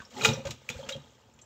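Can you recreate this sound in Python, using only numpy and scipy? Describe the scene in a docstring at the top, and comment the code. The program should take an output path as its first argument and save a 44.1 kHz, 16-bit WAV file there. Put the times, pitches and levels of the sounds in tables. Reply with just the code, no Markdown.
"""Florets into a bowl of water

Hands let cauliflower florets drop into a steel bowl of water in a kitchen sink, then scoop them up again.
Slaps are crackling noise bursts; air pockets plink and gulp as sines; knocked steel rings as damped modes.
Stirred water fizzes and gurgles as swarms of tiny bubbles with noise, and drips tick above a room tone.
The sink and a small kitchen answer with decaying noise tails."""
import sys
import numpy as np
from scipy import signal
from scipy.fft import rfft, irfft, next_fast_len
from scipy.io import wavfile
from scipy.ndimage import map_coordinates

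SR = 44100
rng = np.random.default_rng(int(sys.argv[2]) if len(sys.argv) > 2 else 0)


def bounce(signal):
    """Save signal as a 16-bit WAV file at the path given by the first command-line argument."""
    frames = np.transpose(np.atleast_2d(signal))
    limited = np.clip(frames, -1, 1)
    pcm = np.round(limited * 32767).astype(np.int16)
    wavfile.write(sys.argv[1], SR, pcm)


N = 63945  # length in samples


def amp(db):
    """Decibels to gain."""
    return 10 ** (np.asarray(db) / 20)


def unit(x):
    """Scale to rms 1."""
    return x / np.sqrt(np.mean(x ** 2) + 1e-20)


def along(points, hz):
    """Read a curve of (Hz, value) points on a log frequency axis."""
    f, v = np.transpose(points)
    return np.interp(np.log(hz + 1), np.log(f + 1), v)


def add(out, s, x):
    """Mix x into out from time s in seconds."""
    i = max(0, round(s * SR))
    out[i:i + len(x)] += x[:max(0, len(out) - i)]


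def coloured(x, points):
    """Shape a texture with a fixed spectrum, at rms 1."""
    m = next_fast_len(len(x))
    gain = amp(along(points, np.fft.rfftfreq(m, 1 / SR)))
    return unit(irfft(rfft(x, m) * gain, m)[:len(x)])


def wobble(t, rate):
    """A smooth random curve over times t, with rate knots a second."""
    return map_coordinates(rng.standard_normal(4096), [t * rate], mode="wrap")


BUBBLE_ATTACK_CYCLES = 0.92  # time constant of the onset
BUBBLE_WAVER, WAVER_CYCLES = 0.04, 3  # relative pitch unsteadiness; cycles between its random knots


def ping(t, hz, t60, rise):
    """A bubble: a damped sine whose pitch glides by rise, in octaves per second."""
    glide = 1 + np.log(2) * rise * t / 2
    onset = 1 - np.exp(-t * hz / BUBBLE_ATTACK_CYCLES)
    return np.sin(2 * np.pi * hz * t * glide) * amp(-60 * t / t60) * onset


def waver(t, hz):
    """Time drift that makes a pitch unsteady in moving water."""
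    return BUBBLE_WAVER * np.cumsum(wobble(t, hz / WAVER_CYCLES)) / SR


def swarm(count, low_hz, high_hz, cycles, spread_db):
    """Many bubbles of random time, pitch, size and life, at rms 1."""
    when, pitch, size, life = rng.random((count, 4)).T[..., None]
    hz = low_hz * (min(high_hz, SR / 2) / low_hz) ** pitch
    k = np.arange(SR // 25)
    level_db = spread_db * np.minimum(-np.log(1 - size), 4)  # most are faint, a few stand out
    grains = amp(level_db) * ping(k / SR, hz, cycles * (.5 + life) / hz, rise=2)
    places = ((when * N).astype(int) + k) % N
    return unit(np.bincount(places.ravel(), grains.ravel(), N))


# how hard the water is stirred (t/s, fizz level/dB, gurgle level/dB)
STIR = [(0, -59, -58.5), (0.098, -65, -68), (0.152, -53.5, -50), (.2, -43.5, -44), (0.246, -34, -37),
        (.27, -32, -31.5), (0.309, -40.5, -39), (.37, -52, -53), (0.439, -61.5, -57.5), (0.472, -49.5, -44),
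        (.52, -54, -59.5), (.57, -65, -71), (.68, -62.5, -63), (.715, -54.5, -57), (.80, -52.5, -58),
        (0.867, -60.5, -52.5), (.915, -48, -57.5), (.98, -65, -59), (1.04, -63.5, -63), (1.25, -70.5, -71),
        (1.45, -69.5, -66.5)]
# spectrum of fizz and spray (f/Hz, level/dB)
FIZZ_COLOUR = [(500, -16.5), (1200, -5.5), (2000, -4), (3300, 2.5), (4800, -2.5), (7200, 1.5), (8300, -10),
               (9500, -34.5), (12000, -17), (15000, -19.5)]
# spectrum of the gurgle (f/Hz, level/dB)
GURGLE_COLOUR = [(100, -8), (230, -4.5), (310, -13.5), (520, 1), (680, -3), (900, 3), (1500, -4),
                 (2100, -4)]
# spectrum of the heaving water (f/Hz, level/dB)
SLOSH_COLOUR = [(30, -21.5), (70, -10.5), (140, 5), (180, -19.5), (240, 1.5), (320, -9.5), (1000, -45)]
SLOSH_DB = -7  # against the gurgle


def stirring():
    """Moving water: fine bubble fizz and noisy spray over a lower gurgle and a soft heave."""
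    t = np.arange(N) / SR
    s, *levels = np.transpose(STIR)
    fizz_db, gurgle_db = [np.interp(t, s, c) for c in levels]
    fizz = swarm(count=2400, low_hz=1118, high_hz=10260, cycles=24, spread_db=3.5)
    spray = unit(rng.standard_normal(N) * amp(2.6 * wobble(t, 500)))
    bright = coloured(fizz + amp(3.0) * spray, FIZZ_COLOUR)
    low_bubbles = swarm(count=1600, low_hz=201, high_hz=1804, cycles=8.6, spread_db=3.0)
    gurgle = coloured(low_bubbles, GURGLE_COLOUR)
    slosh = amp(SLOSH_DB) * coloured(rng.standard_normal(N), SLOSH_COLOUR)
    return amp(fizz_db) * bright + amp(gurgle_db) * (gurgle + slosh)


# spectrum of the room tone (f/Hz, level/dB)
FLOOR = [(25, -21), (65, 12.5), (115, 12), (180, -11.5), (260, -1.5), (600, -8), (2000, -16.5),
         (7000, -35.5), (9500, -39), (15000, -29)]
FLOOR_DB = -64


def room_tone():
    """Steady coloured noise under everything."""
    return amp(FLOOR_DB) * coloured(rng.standard_normal(N), FLOOR)


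# slaps on the water (t/s, level/dB, t60/s, tilt/dB per octave)
SLAPS = [(.001, -47, 0.081, -5), (.015, -57.5, 0.024, 2), (0.106, -54, 0.054, 3), (0.2118, -42, 0.099, -2),
         (0.2366, -32.5, 0.15, 0.5), (0.2469, -15.5, 0.023, 2), (0.2559, -20, 0.034, 5),
         (0.282, -33, 0.013, 6.5), (0.287, -28.5, 0.034, -6), (0.3354, -37, 0.014, 5),
         (0.453, -37.5, 0.037, -1.5), (0.469, -35.5, 0.045, 0.5), (0.5071, -28.5, 0.026, 1.5),
         (.513, -41.5, 0.07, 0), (0.689, -37, 0.053, 8), (0.7007, -20.5, 0.0089, 0),
         (.704, -36.5, 0.06, -4.5), (0.862, -44, 0.09, -6), (.889, -29.5, 0.064, -0.5),
         (0.922, -39, 0.021, 1.5), (0.964, -47, .022, 0), (1.389, -54.5, 0.052, -2.5)]
# spectrum of a slap before its tilt (f/Hz, level/dB)
SLAP_COLOUR = [(100, -13), (400, -15.5), (1300, -5), (2000, -4.5), (2700, 3), (3800, -1.5), (4800, -6),
               (7000, -1), (8200, -14.5), (9500, -27.5), (12000, -27.5), (15000, -24)]
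SLAP_ATTACK_S, SLAP_ROUGH_DB = 0.00068, 1  # onset time constant; depth of the crackle


def slaps():
    """Each slap is a sudden crackling noise burst that dies away fast."""
    out, t = np.zeros(N), np.arange(SR // 10) / SR
    onset = 1 - np.exp(-t / SLAP_ATTACK_S)
    for s, db, t60, tilt in SLAPS:
        colour = [(hz, level + tilt * np.log2(hz / 3000)) for hz, level in SLAP_COLOUR]
        crackle = rng.standard_normal(len(t)) * amp(SLAP_ROUGH_DB * wobble(t, 1500))
        add(out, s, coloured(crackle, colour) * amp(db - 60 * t / t60) * onset)
    return out


# air pockets, mostly small (t/s, f/Hz, level/dB, t60/s, rise/octaves per s)
BUBBLES = [(.002, 1540, -36, 0.039, -0.68), (.019, 1120, -41.5, 0.052, 0.7), (.05, 5390, -46, 0.038, 0.15),
           (.162, 855, -39, 0.16, -1.4), (.182, 776, -37.5, 0.12, 0.79), (.218, 3970, -29, .04, -0.35),
           (.238, 3780, -29, 0.034, 1), (0.2474, 1990, -11.5, 0.014, 1), (.2525, 3790, -13.5, 0.025, 1.2),
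           (.256, 863, -21, 0.047, .5), (0.2538, 1264, -15.5, 0.014, 1.2), (.288, 3780, -21.5, 0.029, 1.5),
           (0.3351, 5810, -30.5, 0.041, 1.3), (.390, 811, -44, 0.081, -0.01),
           (.486, 340, -40.5, 0.17, 0.13), (0.6907, 2460, -12.5, 0.0059, 2.2),
           (0.714, 3510, -42, 0.11, 1.52), (0.834, 3200, -46.5, 0.071, 0.64), (.924, 3850, -30, 0.032, 2.3),
           (0.928, 3250, -39.5, 0.13, -1.5), (1.338, 7100, -56, .03, 1.4), (1.415, 7210, -50, 0.078, 1.7),
           (1.417, 6060, -49.5, 0.036, 1.2)]


def bubbles():
    """Air pockets, mostly small, plink; their pitch wavers as the water squeezes them."""
    out, t = np.zeros(N), np.arange(SR // 5) / SR
    for s, hz, db, t60, rise in BUBBLES:
        add(out, s, amp(db) * ping(t + waver(t, hz), hz, t60, rise))
    return out


def answer(x, t60s, delay):
    """Diffuse reflections: a noise tail, each frequency dying at its own speed."""
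    hz, t, z = signal.stft(rng.standard_normal(SR // 2), SR, nperseg=256)
    decay = amp(-60 * t / along(t60s, hz)[:, None])
    tail = signal.istft(z * decay, SR, nperseg=256)[1]
    out = np.zeros(N)
    add(out, delay, signal.fftconvolve(x, tail / np.linalg.norm(tail)))
    return out


SINK_DB, SINK_T60_S = -6.5, 0.05


def sink_answer(water):
    """The sink throws the sound back almost at once and dies quickly at all frequencies."""
    return amp(SINK_DB) * answer(water, [(1000, SINK_T60_S)], delay=.002)


# reverberation of the kitchen (f/Hz, t60/s)
ROOM = [(100, 0.48), (500, 0.13), (3000, 0.41), (7000, 0.24), (15000, 0.22)]
ROOM_DB, ROOM_DELAY_S = -14.5, .008


def kitchen_answer(water):
    """The small kitchen follows later and softer, with a longer tail."""
    return amp(ROOM_DB) * answer(water, ROOM, ROOM_DELAY_S)


DRIP_DB = -68.5


def drips():
    """Drops from the hands patter on the florets: dull ticks of a cycle or two."""
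    return amp(DRIP_DB) * swarm(count=130, low_hz=300, high_hz=1100, cycles=2.5, spread_db=3.5)


# large air pockets squeezed from under the florets (t/s, f/Hz, level/dB, length/s)
GULPS = [(0.171, 379, -40, 0.034), (.236, 438, -33, 0.029), (.320, 511, -36, 0.02),
         (0.372, 532, -37, 0.007), (.402, 548, -40, 0.0095), (0.451, 548, -32, 0.024),
         (0.693, 501, -43.5, 0.013), (.741, 494, -47.5, 0.018), (0.789, 537, -39, 0.017),
         (.829, 548, -43.5, 0.021), (0.886, 564, -40.5, 0.0085), (.905, 544, -37, 0.012),
         (0.951, 547, -37.5, 0.012)]
GULP_SWELL_S, GULP_T60_S = 0.0017, 0.05


def gulps():
    """A large air pocket swells, sounds while it is squeezed and stops quickly."""
    out, t = np.zeros(N), np.arange(SR // 10) / SR
    swell = 1 - np.exp(-(t / GULP_SWELL_S) ** 2)
    for s, hz, db, length in GULPS:
        drift = waver(t, hz)
        envelope = swell * amp(db - 60 * np.maximum(t - length, 0) / GULP_T60_S)
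        add(out, s, envelope * np.sin(2 * np.pi * hz * (t + drift)))
    return out


# hard stalks knocking the steel wall (t/s, level/dB)
CLINKS = [(0.2105, -28.5), (.236, -28), (.2488, -12), (0.69, -37), (0.8896, -40)]
# higher modes of the wall (f/Hz, level/dB, t60/s)
STEEL = [(446.2, -15.5, 0.31), (868, -20, 0.178), (1391, -10, 0.083), (2481, 5, 0.025), (2854, -4, .05),
         (4000, -17.5, 0.064), (6800, -14, 0.06)]


def clinks():
    """A stalk knocks the steel wall; the water damps the ringing modes quickly."""
    out, t = np.zeros(N), np.arange(SR // 3) / SR
    onset = 1 - np.exp(-t / SLAP_ATTACK_S)
    for s, db in CLINKS:
        ring = 0
        for hz, level, t60 in STEEL:
            mode_db = level + rng.normal(0, 1)  # each knock excites the modes a little differently
            ring = ring + amp(mode_db - 60 * t / t60) * np.sin(2 * np.pi * hz * t)
        add(out, s, amp(db) * ring * onset)
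    return out


# florets bumping the bowl (t/s, level/dB, half-cycle of the push/s)
BUMPS = [(0.279, -29.5, 0.0033), (0.2874, -24, 0.0041), (0.374, -34.5, 0.0047), (0.452, -30.5, 0.0071),
         (0.493, -42.5, 0.0029), (0.517, -41.5, 0.0063), (0.696, -39, 0.005), (.752, -32.5, 0.009),
         (0.954, -37.5, 0.0038), (1.344, -51, 0.0075)]
# low modes of the full bowl (f/Hz, level/dB, t60/s)
BOWL = [(74.3, -15, 0.23), (120, -5, 0.22), (139.5, -4, 0.25), (219.3, -1, 0.13), (270.7, -6, 0.18),
        (343, -2, 0.17)]
PUSH_DB = -1.5


def bumps():
    """A soft push out and back on the bowl, with its water-damped low ring."""
    out, t = np.zeros(N), np.arange(SR // 2) / SR
    for s, db, length in BUMPS:
        u = t / length
        push = np.sin(np.pi * u) * np.sin(np.pi * np.minimum(u / 2, 1)) ** 2
        ring = 0
        for hz, level, t60 in BOWL:
            mode_db = level + rng.normal(0, 2.1)
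            mode_hz = hz * (1 + rng.normal(0, 0.026))
            softness = 1 + (hz * length) ** 2  # a slow push hardly excites high modes
            ring = ring + amp(mode_db - 60 * t / t60) * np.sin(2 * np.pi * mode_hz * t) / softness
        add(out, s, amp(db) * (amp(PUSH_DB) * push + ring * (1 - np.exp(-u))))
    return out


def scene():
    """The water and bowl, their reflections from sink and kitchen, and the room tone."""
    water = stirring() + slaps() + bubbles() + drips() + gulps() + clinks() + bumps()
    return (water + sink_answer(water) + kitchen_answer(water) + room_tone())[None]


LOW_CUT_HZ, TOP_HZ = 55, 15700


def record(dry):
    """The microphone loses the deepest bass and keeps nothing above its band limit."""
    m = next_fast_len(N + SR // 2)
    hz = np.fft.rfftfreq(m, 1 / SR)
    low_cut = (1j * hz / (LOW_CUT_HZ + 1j * hz)) ** 2
    return irfft(rfft(dry, m) * low_cut * (hz < TOP_HZ), m)[..., :N]


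dry = scene()
out = record(dry)
bounce(out)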